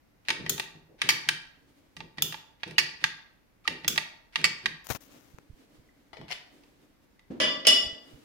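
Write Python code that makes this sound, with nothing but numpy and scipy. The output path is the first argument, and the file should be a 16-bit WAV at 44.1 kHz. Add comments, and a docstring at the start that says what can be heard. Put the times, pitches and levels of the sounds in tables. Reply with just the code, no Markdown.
"""In a small tiled room, close to a phone, the knee lifter of an industrial sewing machine is worked
six times. By turns it drops the presser foot (the latch snaps free, the foot lands) and lifts it (the
linkage chatters against its stop, then settles); the table thuds under each stroke. A finger brushes
the left microphone and the grip shifts. Then the steel knee lever is pulled from its socket and laid
down, pad first, and rings."""
import sys
import numpy as np
from scipy import signal
from scipy.fft import rfft, irfft
from scipy.io import wavfile
from scipy.ndimage import uniform_filter1d

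SR = 44100
rng = np.random.default_rng(int(sys.argv[2]) if len(sys.argv) > 2 else 0)


def wrap_up_sound(samples):
    """Save the sound to the file named by the first command line argument, as 16-bit audio."""
    columns = np.atleast_2d(samples).T
    # keep every value between -1 and 1, then stretch to whole-number steps
    tamed = np.clip(columns, -1, 1)
    steps = np.round(tamed * 32767).astype(np.int16)
    wavfile.write(sys.argv[1], SR, steps)


N = 363384

# Tone curves of room air, cloth, table top, fingertip and lever pad.
# Each row: frequency in Hz, relative level in dB.
AIR_EQ = [(15, -26), (25, 4.5), (108, 0), (212, -3), (293, -3.5), (427, -10.5), (503, -9.5), (575, -10.5),
          (1290, -16.5), (2110, -16), (3080, -24), (5730, -26.5), (7920, -33), (14800, -28), (16000, -35.5)]
CLOTH_EQ = [(88, -39), (150, -9), (179, -16.5), (209, -8), (291, 1.5), (341, -8), (504, -10.5),
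            (854, -21.5), (3350, -24), (13400, -36), (16000, -35.5)]
TABLE_EQ = [(30, -22), (70, -12.5), (110, -7.5), (135, -3), (158, 7.5), (185, -4.5), (240, -7.5), (340, -4),
            (480, -11), (700, -24.5), (1500, -51), (4000, -79)]
FINGER_EQ = [(30, -22), (70, -3), (130, 1), (250, -8), (800, -5.5), (1200, -7.5), (4800, -15.5),
             (6500, -10.5), (7900, -21.5), (14400, -14.5), (16000, -17)]
PAD_EQ = [(30, -29), (100, -16), (170, -5.5), (270, 2), (380, -6), (520, -12), (750, -20.5), (1100, -29.5),
          (4000, -42), (12000, -61)]
# Tone curves of the noisy attack of each metal hit. Each row: frequency in Hz, relative level in dB.
CLACK_EQ = [(180, -53.5), (300, -24), (814, -6.5), (1210, -13.5), (1560, -4.5), (2400, -1), (2930, -5.5),
            (4750, -9.5), (7820, -26.5), (9090, -21.5), (10900, -29), (14500, -38.5), (16000, -49.5)]
SNAP_EQ = [(290, -47.5), (500, -20.5), (640, -11.5), (1460, -13), (3390, -6.5), (5240, -8.5), (5970, -2.5),
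           (6900, -5.5), (7530, -7.5), (8210, -10.5), (11800, -12.5), (14700, -3), (16000, -14)]
STOP_EQ = [(180, -51.5), (300, -27.5), (537, -34), (787, -19), (1190, -9), (1460, -18), (1870, 0),
           (2440, 1), (3700, -13.5), (4520, -4.5), (7820, -19), (14200, -27.5), (16000, -33.5)]
SOCKET_EQ = [(180, -47), (300, -17.5), (634, -0.5), (842, 1.5), (1660, -20), (2030, 5), (2700, -12),
             (2980, -1.5), (3700, -13.5), (5160, -13), (6740, -29.5), (11100, -37), (16000, -62)]
CLANG_EQ = [(100, -35), (250, -7.5), (620, -0.5), (900, -7.5), (2300, -1), (3000, 2), (4000, -9.5),
            (5400, -5), (6500, -13), (8200, -23), (9000, -16), (10300, -14.5), (11500, -34), (15500, -31)]
# The room's tail. Each row: frequency in Hz, time to fade by 60 dB (t60) in seconds.
ROOM_T60 = [(150, .65), (600, 0.76), (2000, 0.49), (4500, 0.48), (8000, .36), (15000, 0.28)]

# The ring of the machine head with its linkage, and of the latch.
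# Each row: frequency in Hz, relative level in dB, t60 in seconds, pan (left minus right) in dB.
HEAD_MODES = [(891.3, -5.5, 0.067, 1), (1183, -6, 0.037, -9), (1636, -5, 0.031, -8),
              (1820, -4, 0.036, -1.5), (1913, -0.5, 0.044, -10.5), (2130, -16, 0.0099, 1),
              (2397, -2, 0.04, 0.5), (2677, -1.5, 0.027, -6), (2800, -1.5, .025, -7),
              (3235, -3, .025, -6.5), (3550, -5.5, .025, 1.5), (3787, -3, 0.03, -3.5),
              (4450, -14, 0.026, 11), (4560, -7, 0.026, -3), (5860, -17, 0.026, 8), (6420, -12, 0.014, 7.5)]
LATCH_MODES = [(2800, -8, .02, -5.5), (3280, -4, .02, -5.5), (3450, -1.5, 0.047, -4),
               (3630, -3.5, .025, -5), (5600, -10, .02, -4.5), (6730, -9.5, .02, 4),
               (9900, -10.5, .02, 2.5), (14500, -8, .04, 9), (14800, -5, .04, 15)]
# The ring of the free steel lever. Each row: frequency in Hz, relative level in dB when struck on the
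# shaft, the same on the clamp, t60 in seconds, pan in dB.
LEVER_MODES = [(590, -15, -11, .12, -2), (620, -11, -5, .16, -2), (1168, -9, -22, .4, -2),
               (1733, -9, -26, .42, 0), (1976, -5, -8, .42, -1), (2912, -3, -8, .4, -2),
               (2937, -4, 1, .38, -2), (3010, -10, -7, .3, 0), (3104, -6, -13, .32, 0),
               (3235, -12, -20, .28, 0), (3454, -8, -7, .4, 0), (3488, -8, -14, .42, 0),
               (4786, -8, -10, .42, -2), (4900, -12, -22, .3, 0), (5340, -16, -11, .38, 0),
               (5362, -13, -11, .4, 0), (5518, -24, -16, .3, 0), (7258, -24, -20, .38, 0),
               (9808, -40, -23, .14, 0), (10220, -38, -17, .22, 0)]

# Sleeves and trousers rub. Each row: peak time in seconds, level in dB.
RUSTLES = [(.3, -67), (1.65, -65), (5.1, -58), (5.6, -60.5), (6.55, -60.5), (8.1, -56)]
# Strokes that drop the foot. Each row: take-up of slack in seconds, its level in dB, bearing on the
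# latch in seconds, snap in seconds, its level in dB, its chatter in seconds, landing in seconds,
# its level in dB.
DROPS = [(0.2845, -20.5, 0.4635, 0.4944, -19.5, .0075, 0.5976, -22),
         (2.0044, -35, 2.183, 2.222, -14, .0028, 2.3427, -33),
         (3.6766, -17, 3.8458, 3.8792, -15, .0048, 3.9775, -16)]
# Further linkage clacks, played like the take-ups. Each row: start in seconds, level in dB.
FURTHER_CLACKS = [(0.291, -23), (0.3033, -18.5)]
# Knee and hand bump the table. Each row: start in seconds, level in dB, tilt in dB per octave.
TABLE_BUMPS = [(.385, -45, -1), (.725, -54.5, -2), (.885, -59, 5), (1.961, -52.5, -4.5), (6.18, -49, -1.5)]
# Dry joints squeak or groan. Each row: start in seconds, length in seconds, pitch in Hz, level in dB.
SQUEAKS = [(0.466, 0.085, 390, -49.5), (2.758, .016, 2900, -53), (3.651, 0.011, 1248, -44.5),
           (5.887, 0.01, 2000, -64.5), (7.191, 0.0073, 2010, -59)]
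# Strokes that lift the foot. Each row: take-up in seconds, its level in dB, hit on the stop in
# seconds, settling on the latch in seconds, its level in dB.
LIFTS = [(1.0167, -18.5, 1.0898, 1.2886, -12.5), (2.6325, -27, 2.7817, 3.0406, -12),
         (4.3576, -17.5, 4.442, 4.658, -17)]
# Loose parts tick. Each row: start in seconds, level in dB.
TICKS = [(1.9665, -40), (2.677, -45), (2.709, -43), (6.636, -58), (7.194, -57.5)]
# A finger rubs. Each row: start in seconds, length in seconds, level in dB, tilt in dB per octave.
BRUSHES = [(4.837, 0.11, -54, 1.5), (4.869, 0.0037, -35.5, 1.5), (4.885, 0.096, -39, 1.5),
           (4.899, 0.031, -26.5, -1), (4.948, 0.0227, -34.5, -1.5), (5.002, 0.09, -54, 2),
           (5.09, 0.3, -60, 0), (5.385, 0.005, -41.5, -4)]
# The grip shifts on the phone. Each row: start in seconds, length in seconds, level in dB.
GRIP_BUMPS = [(5.333, 0.021, -51), (5.491, .025, -48), (5.522, 0.033, -54), (5.772, 0.044, -60.5),
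              (7.831, 0.07, -51), (7.92, 0.027, -55), (8.122, 0.057, -56)]
# The lever knocks in its socket. Each row: start in seconds, level in dB, chatter in seconds.
SOCKET_KNOCKS = [(6.1312, -43, 0.02), (6.169, -43.5, 0.015), (6.2135, -44.5, 0.0065), (6.305, -38, 0.01),
                 (6.313, -32, 0.013), (6.321, -31, 0.01)]
# The lever's padded end lands. Each row: start in seconds, level in dB.
PAD_KNOCKS = [(7.302, -38.5), (7.401, -36.5), (7.668, -38)]
# The lever's steel lands. Each row: start in seconds, level in dB, bass and treble against the mids
# in dB, pan in dB, chatter in seconds, reverb send in dB, spot struck from 0 (shaft) to 1 (clamp).
CLANGS = [(7.4008, -21.3, -5, -13, -0.5, 0.003, 4, 0), (7.6505, -27.5, -9, -31.5, -1, 0.0084, 1, 0.36),
          (7.6688, -10.7, -10.5, -2.5, -1.5, 0.0074, -1.5, 0.73)]

# The phone starts by the knee lever, then is over the needle plate.
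# Each position: offsets to pan, reverb send and treble in dB.
AT_KNEE, AT_NEEDLE = (.5, 1.3, 3.5), (-4.5, -.2, -1)
PHONE_MOVES_S = 1.5
FIRM_DB, LIGHT_DB = -18, -44  # a firm hit and a light knock
LOAD_SHARE = .17  # how far toward the stop the foot's spring loads the table
BEARING_LEAD_S, SETTLING_LEAD_S = .01, .025  # the table gives just before the linkage meets the latch


def gain(db):
    """Decibels to gain."""
    return 10 ** (np.asarray(db) / 20)


def unit(x):
    """Scale to rms 1."""
    return x / np.sqrt(np.mean(x ** 2))


def loudest(x):
    """Rms over the loudest four milliseconds."""
    return np.sqrt(uniform_filter1d(np.mean(x ** 2, 0), size=176).max())


def pan(pan_db):
    """Left and right gains; positive leans left."""
    return gain(np.array([[.5], [-.5]]) * pan_db)


def decay(t, t60):
    """An envelope that falls 60 dB in t60 seconds."""
    return np.exp(-np.log(1000) * t / t60)


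def curve_at(curve, hz):
    """Read a curve over log frequency."""
    points_hz, values = np.transpose(curve)
    return np.interp(np.log(hz + 1), np.log(points_hz), values)


def equalise(x, curve, tilt_db=0):
    """Shape by a tone curve, tilted by tilt_db an octave, at rms 1."""
    hz = np.fft.rfftfreq(x.shape[-1], 1 / SR)
    octaves = np.log2(np.maximum(hz, curve[0][0]) / curve[0][0])
    return unit(irfft(rfft(x) * gain(curve_at(curve, hz) + tilt_db * octaves), x.shape[-1]))


def crossover(x, hz):
    """The bands below and above a frequency."""
    return [signal.sosfilt(signal.butter(3, hz, kind, fs=SR, output="sos"), x)
            for kind in ("low", "high")]


def stereo_noise(size, mono_below_hz=450):
    """Noise at two microphones: long waves reach both alike, short ones differ."""
    mid, side = rfft(rng.standard_normal((2, size)))
    hz = np.fft.rfftfreq(size, 1 / SR)
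    side = side * hz / np.hypot(hz, mono_below_hz)
    return unit(irfft(np.array([mid + side, mid - side]), size))


def add(track, s, sound):
    """Mix a sound in at s seconds."""
    start = int(s * SR)
    track[:, start:start + sound.shape[1]] += sound[:, :N - start]


def room_tone(level_db=-65.5):
    """A quiet bed of room air."""
    return gain(level_db) * equalise(stereo_noise(N, mono_below_hz=100), AIR_EQ)


def cloth_rustle(swell_db_per_s=80, fade_db_per_s=19, still_db=-76, flutter_db=2):
    """Cloth rubs unevenly as the body moves: a quick swell, a slow fade."""
    t = np.arange(N) / SR
    flutter = np.interp(t, np.linspace(0, N / SR, 200), rng.standard_normal(200))
    swells = [db - np.maximum(swell_db_per_s * (s - t), fade_db_per_s * (t - s)) for s, db in RUSTLES]
    envelope_db = np.maximum(np.max(swells, 0), still_db) + flutter_db * flutter
    return gain(envelope_db) * equalise(stereo_noise(N), CLOTH_EQ)


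def scrape(s, length_s, db, grain_db=4):
    """Sliding steel grates louder as the load grows."""
    out = np.zeros((2, N))
    grains = gain(grain_db * np.repeat(rng.standard_normal(SR // 100), 100))
    grit = equalise(stereo_noise(len(grains)) * grains, CLACK_EQ)[:, :int(length_s * SR)]
    add(out, s, gain(db) * unit(grit * np.linspace(.4, 1, grit.shape[1])))
    return out


def joint_scrapes(lead_s=.035, against_hit_db=-37):
    """Joints slide into each take-up and settling, scrape onto the latch and grate as the foot rises."""
    out = np.zeros((2, N))
    for start, db, bearing, *_ in DROPS:
        out += scrape(start - lead_s, lead_s, db + against_hit_db)
        out += scrape(bearing - BEARING_LEAD_S, length_s=.012, db=-51)
    for start, db, stop, settling, settling_db in LIFTS:
        out += scrape(start - lead_s, lead_s, db + against_hit_db)
        out += scrape(start + LOAD_SHARE * (stop - start), length_s=.045, db=-45 + db - FIRM_DB)
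        out += scrape(settling - lead_s, lead_s, settling_db + against_hit_db)
    return out


def tiled_room(send, build_s=.0058, return_db=-1):
    """Diffuse echoes off tiles and walls build quickly and lose their treble first."""
    t = np.arange(SR) / SR
    hz, frame_s, cells = signal.stft(stereo_noise(SR), SR, nperseg=256)
    tail = signal.istft(cells * decay(frame_s, curve_at(ROOM_T60, hz)[:, None]), SR)[1][:, :SR]
    tail = tail * (1 - np.exp(-(t / build_s) ** 2))
    tail = tail / np.sqrt(np.sum(tail ** 2) / 2)
    return gain(return_db) * signal.fftconvolve(send, tail, axes=1)[:, :N]


def chatter(length_s, bounce, per_s=900):
    """The first contact, then quick small rebounds while the parts settle."""
    size = int(length_s * SR)
    force = bounce * np.sign(rng.standard_normal(size)) * (rng.random(size) < per_s / SR)
    force *= np.linspace(1, .5, size)
    force[0] = 1
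    return force[None]


def ring(modes, t, waver_db, scatter_db=1, spread_rad=.7):
    """Damped modes, weighted anew by each hit, reach the two microphones out of step."""
    hz, db, t60, pan_db = np.transpose(modes)[:, :, None]
    weight, offset, skew = rng.standard_normal((3, len(hz), 1))
    # a loose part rocks, so each mode wavers in level and pitch on its own
    swell, slip = (np.array([np.interp(t, np.linspace(0, 1, count), row)
                             for row in rng.standard_normal((len(hz), count))]) for count in (50, 130))
    envelopes = gain(db + scatter_db * weight + waver_db * swell) * decay(t, t60)
    phase = 2 * np.pi * (hz * t + offset) + waver_db / 4 * slip
    channels = [envelopes * gain(side * pan_db / 2) * np.sin(phase + side * spread_rad * skew)
                for side in (1, -1)]
    return np.sum(channels, 1)


def balance(hit, bass_db, treble_db):
    """Set a hit's weight and bite against its mids."""
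    bass, rest = crossover(hit, 1200)
    mids, treble = crossover(rest, 6000)
    bands = (bass_db, bass), (0, mids), (treble_db, treble)
    hit = sum(gain(db) * band / loudest(band) for db, band in bands)
    return hit / loudest(hit)


def metal_hits(hits, modes, attack_eq, ring_db, attack_t60=.028, bounce=.35, send_trim_db=0, waver_db=0):
    """Metal on metal: rebounds excite a crack of dense modes, the part rings on. Gives direct and send."""
    direct, send = np.zeros((2, 2, N))
    t = np.arange(int(SR * max(.15, *(mode[2] for mode in modes)))) / SR
    for s, db, bass_db, treble_db, pan_db, chatter_s, send_db in hits:
        crack = equalise(stereo_noise(len(t)), attack_eq) * decay(t, attack_t60)
        crack = signal.fftconvolve(crack, chatter(chatter_s, bounce), axes=1)[:, :len(t)]
        tone = ring(modes, t, waver_db)
        hit = balance(crack / loudest(crack) + gain(ring_db) * tone / loudest(tone), bass_db, treble_db)
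        hit = gain(db) * hit * np.std(hit) / np.std(hit, axis=1, keepdims=True)  # centred before panning
        add(direct, s, hit * pan(pan_db))
        add(send, s, hit * gain(send_db + send_trim_db))
    return np.array([direct, send])


def placed(s, db, bass_db, treble_db, chatter_s, send_db, pan_db=0):
    """One hit on the machine, offset for where the phone is at that moment."""
    side_db, far_db, bright_db = AT_KNEE if s < PHONE_MOVES_S else AT_NEEDLE
    return s, db, bass_db, treble_db + bright_db, pan_db + side_db, chatter_s, send_db + far_db


def clack(s, db, bass_db=-14.5, treble_db=-15, chatter_s=.0065, send_db=-7):
    """One hit in the linkage: the harder, the thinner and brighter."""
    tilt_db = .5 * (db - FIRM_DB)
    return placed(s, db, bass_db - tilt_db, treble_db + tilt_db, chatter_s, send_db)


def linkage_clacks():
    """The linkage takes up its slack, with a few further clacks, and rings the machine head."""
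    hits = [clack(s, db) for s, db, *_ in DROPS + FURTHER_CLACKS]
    hits += [clack(s, db, bass_db=-16.5, treble_db=-16, chatter_s=.0075) for s, db, *_ in LIFTS]
    return metal_hits(hits, HEAD_MODES, CLACK_EQ, ring_db=1.5, send_trim_db=-2)


def booms(thuds, curve, rise_s, body_t60, tail_t60, tail_db, mono_below_hz):
    """Soft, heavy hits: a brief boom that the room holds on to."""
    out, t = np.zeros((2, N)), np.arange(SR) / SR
    envelope = (1 - np.exp(-t / rise_s)) * (decay(t, body_t60) + gain(tail_db) * decay(t, tail_t60))
    for s, db, *tilt_db in thuds:
        boom = equalise(stereo_noise(SR, mono_below_hz), curve, *tilt_db) * envelope
        add(out, s, boom * gain(db) / np.std(boom[:, :SR // 20]))
    return out


def table_thuds():
    """The wooden top booms when bumped and as it takes the load at each stage of a stroke."""
    thuds = list(TABLE_BUMPS)  # each row: start in seconds, level in dB, tilt in dB per octave
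    for start, db, bearing, snap, *_ in DROPS:
        take_up_db = -45.5 + .55 * (db - FIRM_DB)
        thuds += [(start, take_up_db, 3), (bearing - BEARING_LEAD_S, -47, -2), (snap, -44.5, 0)]
    for start, _, stop, settling, _ in LIFTS:
        loaded = start + LOAD_SHARE * (stop - start)
        thuds += [(loaded, -46, 1), (stop, -48, 2), (settling - SETTLING_LEAD_S, -49.5, -1)]
    return booms(thuds, TABLE_EQ, rise_s=.017, body_t60=.34, tail_t60=.5, tail_db=1, mono_below_hz=600)


def head_modes(centre_hz, boost_db, width_hz=140):
    """The head's modes, with those near one frequency struck harder."""
    return [(hz, db + boost_db * np.exp(-((hz - centre_hz) / width_hz) ** 2), *rest)
            for hz, db, *rest in HEAD_MODES]


def latch_bearings():
    """The linkage bears on the latch with a soft, ringing clink."""
    hits = [clack(s, db=-31, bass_db=-15.5, treble_db=-17, send_db=-4) for _, _, s, *_ in DROPS]
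    return metal_hits(hits, head_modes(1930, boost_db=8), CLACK_EQ, ring_db=3, send_trim_db=-2)


def joint_squeaks():
    """Dry joints give short, pure squeaks and groans."""
    out = np.zeros((2, N))
    for s, length_s, hz, db in SQUEAKS:
        t = np.arange(int(length_s * SR)) / SR
        add(out, s, gain(db) * unit(np.sin(2 * np.pi * hz * t) * np.hanning(len(t)))[None])
    return out


def latch_snaps():
    """The latch springs free: all bite, hardly any bass."""
    hits = [placed(s, db, bass_db=-32, treble_db=.5, chatter_s=chatter_s, send_db=-2, pan_db=4)
            for _, _, _, s, db, chatter_s, _, _ in DROPS]
    return metal_hits(hits, LATCH_MODES, SNAP_EQ, ring_db=-4.5, attack_t60=.03, bounce=.45,
                      send_trim_db=-4.5)


def steel_ticks(touches):
    """Light, bright touches of steel, ringing with the machine head's modes."""
    hits = [placed(s, db, bass_db=-7, treble_db=-5.5, chatter_s=.007, send_db=-3.5) for s, db in touches]
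    return metal_hits(hits, HEAD_MODES, CLACK_EQ, ring_db=1.5, send_trim_db=-2)


def foot_landings(heel_lead_s=.0185, heel_db=-32.5):
    """The presser foot ticks down heel first, then clacks flat."""
    heels = steel_ticks([(s - heel_lead_s, heel_db) for *_, s, _ in DROPS])
    hits = [clack(s, db, bass_db=-12, treble_db=-11.5, chatter_s=.0075, send_db=-7.5)
            for *_, s, db in DROPS]
    return heels + metal_hits(hits, HEAD_MODES, CLACK_EQ, ring_db=1.5, send_trim_db=-2)


def stop_chatter():
    """At the top of a lift the linkage slams into its stop and chatters."""
    hits = [placed(s, db=-11.5, bass_db=-16, treble_db=-12.5, chatter_s=.0185, send_db=-8.5)
            for _, _, s, *_ in LIFTS]
    return metal_hits(hits, head_modes(4520, boost_db=4), STOP_EQ, ring_db=-1, attack_t60=.034,
                      bounce=.5, send_trim_db=-.5)


def latch_settlings():
    """The linkage falls back on the latch with a tight clack."""
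    hits = [clack(s, db, bass_db=-16, treble_db=-17, chatter_s=.005, send_db=-8.5) for *_, s, db in LIFTS]
    return metal_hits(hits, head_modes(1600, boost_db=7), CLACK_EQ, ring_db=1.5, send_trim_db=-2)


def finger_brushes(grain_db=4, right_leak_db=-35):
    """Skin sticks and slips over the left microphone port."""
    out = np.zeros((2, N))
    for s, length_s, db, tilt_db in BRUSHES:
        grains = gain(grain_db * np.repeat(rng.standard_normal(SR // 90), 30))
        rub = equalise(rng.standard_normal(len(grains)) * grains, FINGER_EQ, tilt_db)[:int(length_s * SR)]
        envelope = signal.windows.tukey(len(rub), .2) * np.linspace(1, .2, len(rub))
        add(out, s, unit(rub * envelope) * gain([[db], [db + right_leak_db]]))
    return out


def grip_bumps(below_hz=120, pan_db=-8):
    """The shifting hand bumps the phone's case: low, soft thumps."""
    out = np.zeros((2, N))
    for s, length_s, db in GRIP_BUMPS:
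        rumble = crossover(rng.standard_normal(SR // 4), below_hz)[0][-int(length_s * SR):]
        add(out, s, unit(rumble * np.hanning(len(rumble))) * gain(db) * pan(pan_db))
    return out


def lever_modes(spot, longest_t60=np.inf):
    """The spot struck decides which modes speak; a hand on the lever cuts their ring short."""
    return [(hz, shaft_db + spot * (clamp_db - shaft_db), min(t60, longest_t60), pan_db)
            for hz, shaft_db, clamp_db, t60, pan_db in LEVER_MODES]


def socket_knocks(pan_db=8):
    """The held lever knocks in its socket: dull and distant while loose, brighter and drier if jerked."""
    out = 0
    for s, db, chatter_s in SOCKET_KNOCKS:
        jerk_db = db - LIGHT_DB
        bass_db, treble_db, send_db = 1 - 1.15 * jerk_db, -18 + .8 * jerk_db, -2 - .45 * jerk_db
        hit = s, db, bass_db, treble_db, pan_db, chatter_s, send_db
        out += metal_hits([hit], lever_modes(.5, longest_t60=.2), SOCKET_EQ,
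                          ring_db=-17 + .55 * jerk_db, attack_t60=.027, bounce=.37)
    return out


def pad_thumps():
    """The lever's padded end lands with a muffled thump."""
    return booms(PAD_KNOCKS, PAD_EQ, rise_s=.0031, body_t60=.26, tail_t60=.78, tail_db=4,
                 mono_below_hz=500)


def lever_clangs(shaft_ring_db=-3, clamp_ring_db=-5.2):
    """The bare steel lands on the floor, rocks and rings out into the room."""
    out = 0
    for *hit, spot in CLANGS:
        ring_db = shaft_ring_db + spot * (clamp_ring_db - shaft_ring_db)
        out += metal_hits([hit], lever_modes(spot), CLANG_EQ, ring_db, attack_t60=.057, waver_db=2.6)
    return out


def scene(friction_send_db=-3):
    """The mix: all the metal shares one reverb; the bed, thuds and handling bypass it."""
    bed = room_tone() + cloth_rustle()
    shaft_sliding_out = scrape(6.282, length_s=.048, db=-43)
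    friction = joint_scrapes() + joint_squeaks() + shaft_sliding_out
    direct, send = (linkage_clacks() + latch_bearings() + latch_snaps() + foot_landings() + stop_chatter()
                    + latch_settlings() + steel_ticks(TICKS) + socket_knocks() + lever_clangs())
    metal = direct + friction + tiled_room(send + gain(friction_send_db) * friction)
    return bed + metal + table_thuds() + finger_brushes() + grip_bumps() + pad_thumps()


def record(dry, top_hz=15800):
    """The phone rounds the sharpest peaks and cuts the top."""
    return signal.sosfilt(signal.ellip(10, .2, 80, top_hz, fs=SR, output="sos"), np.tanh(dry))


dry = scene()
out = record(dry)
wrap_up_sound(out)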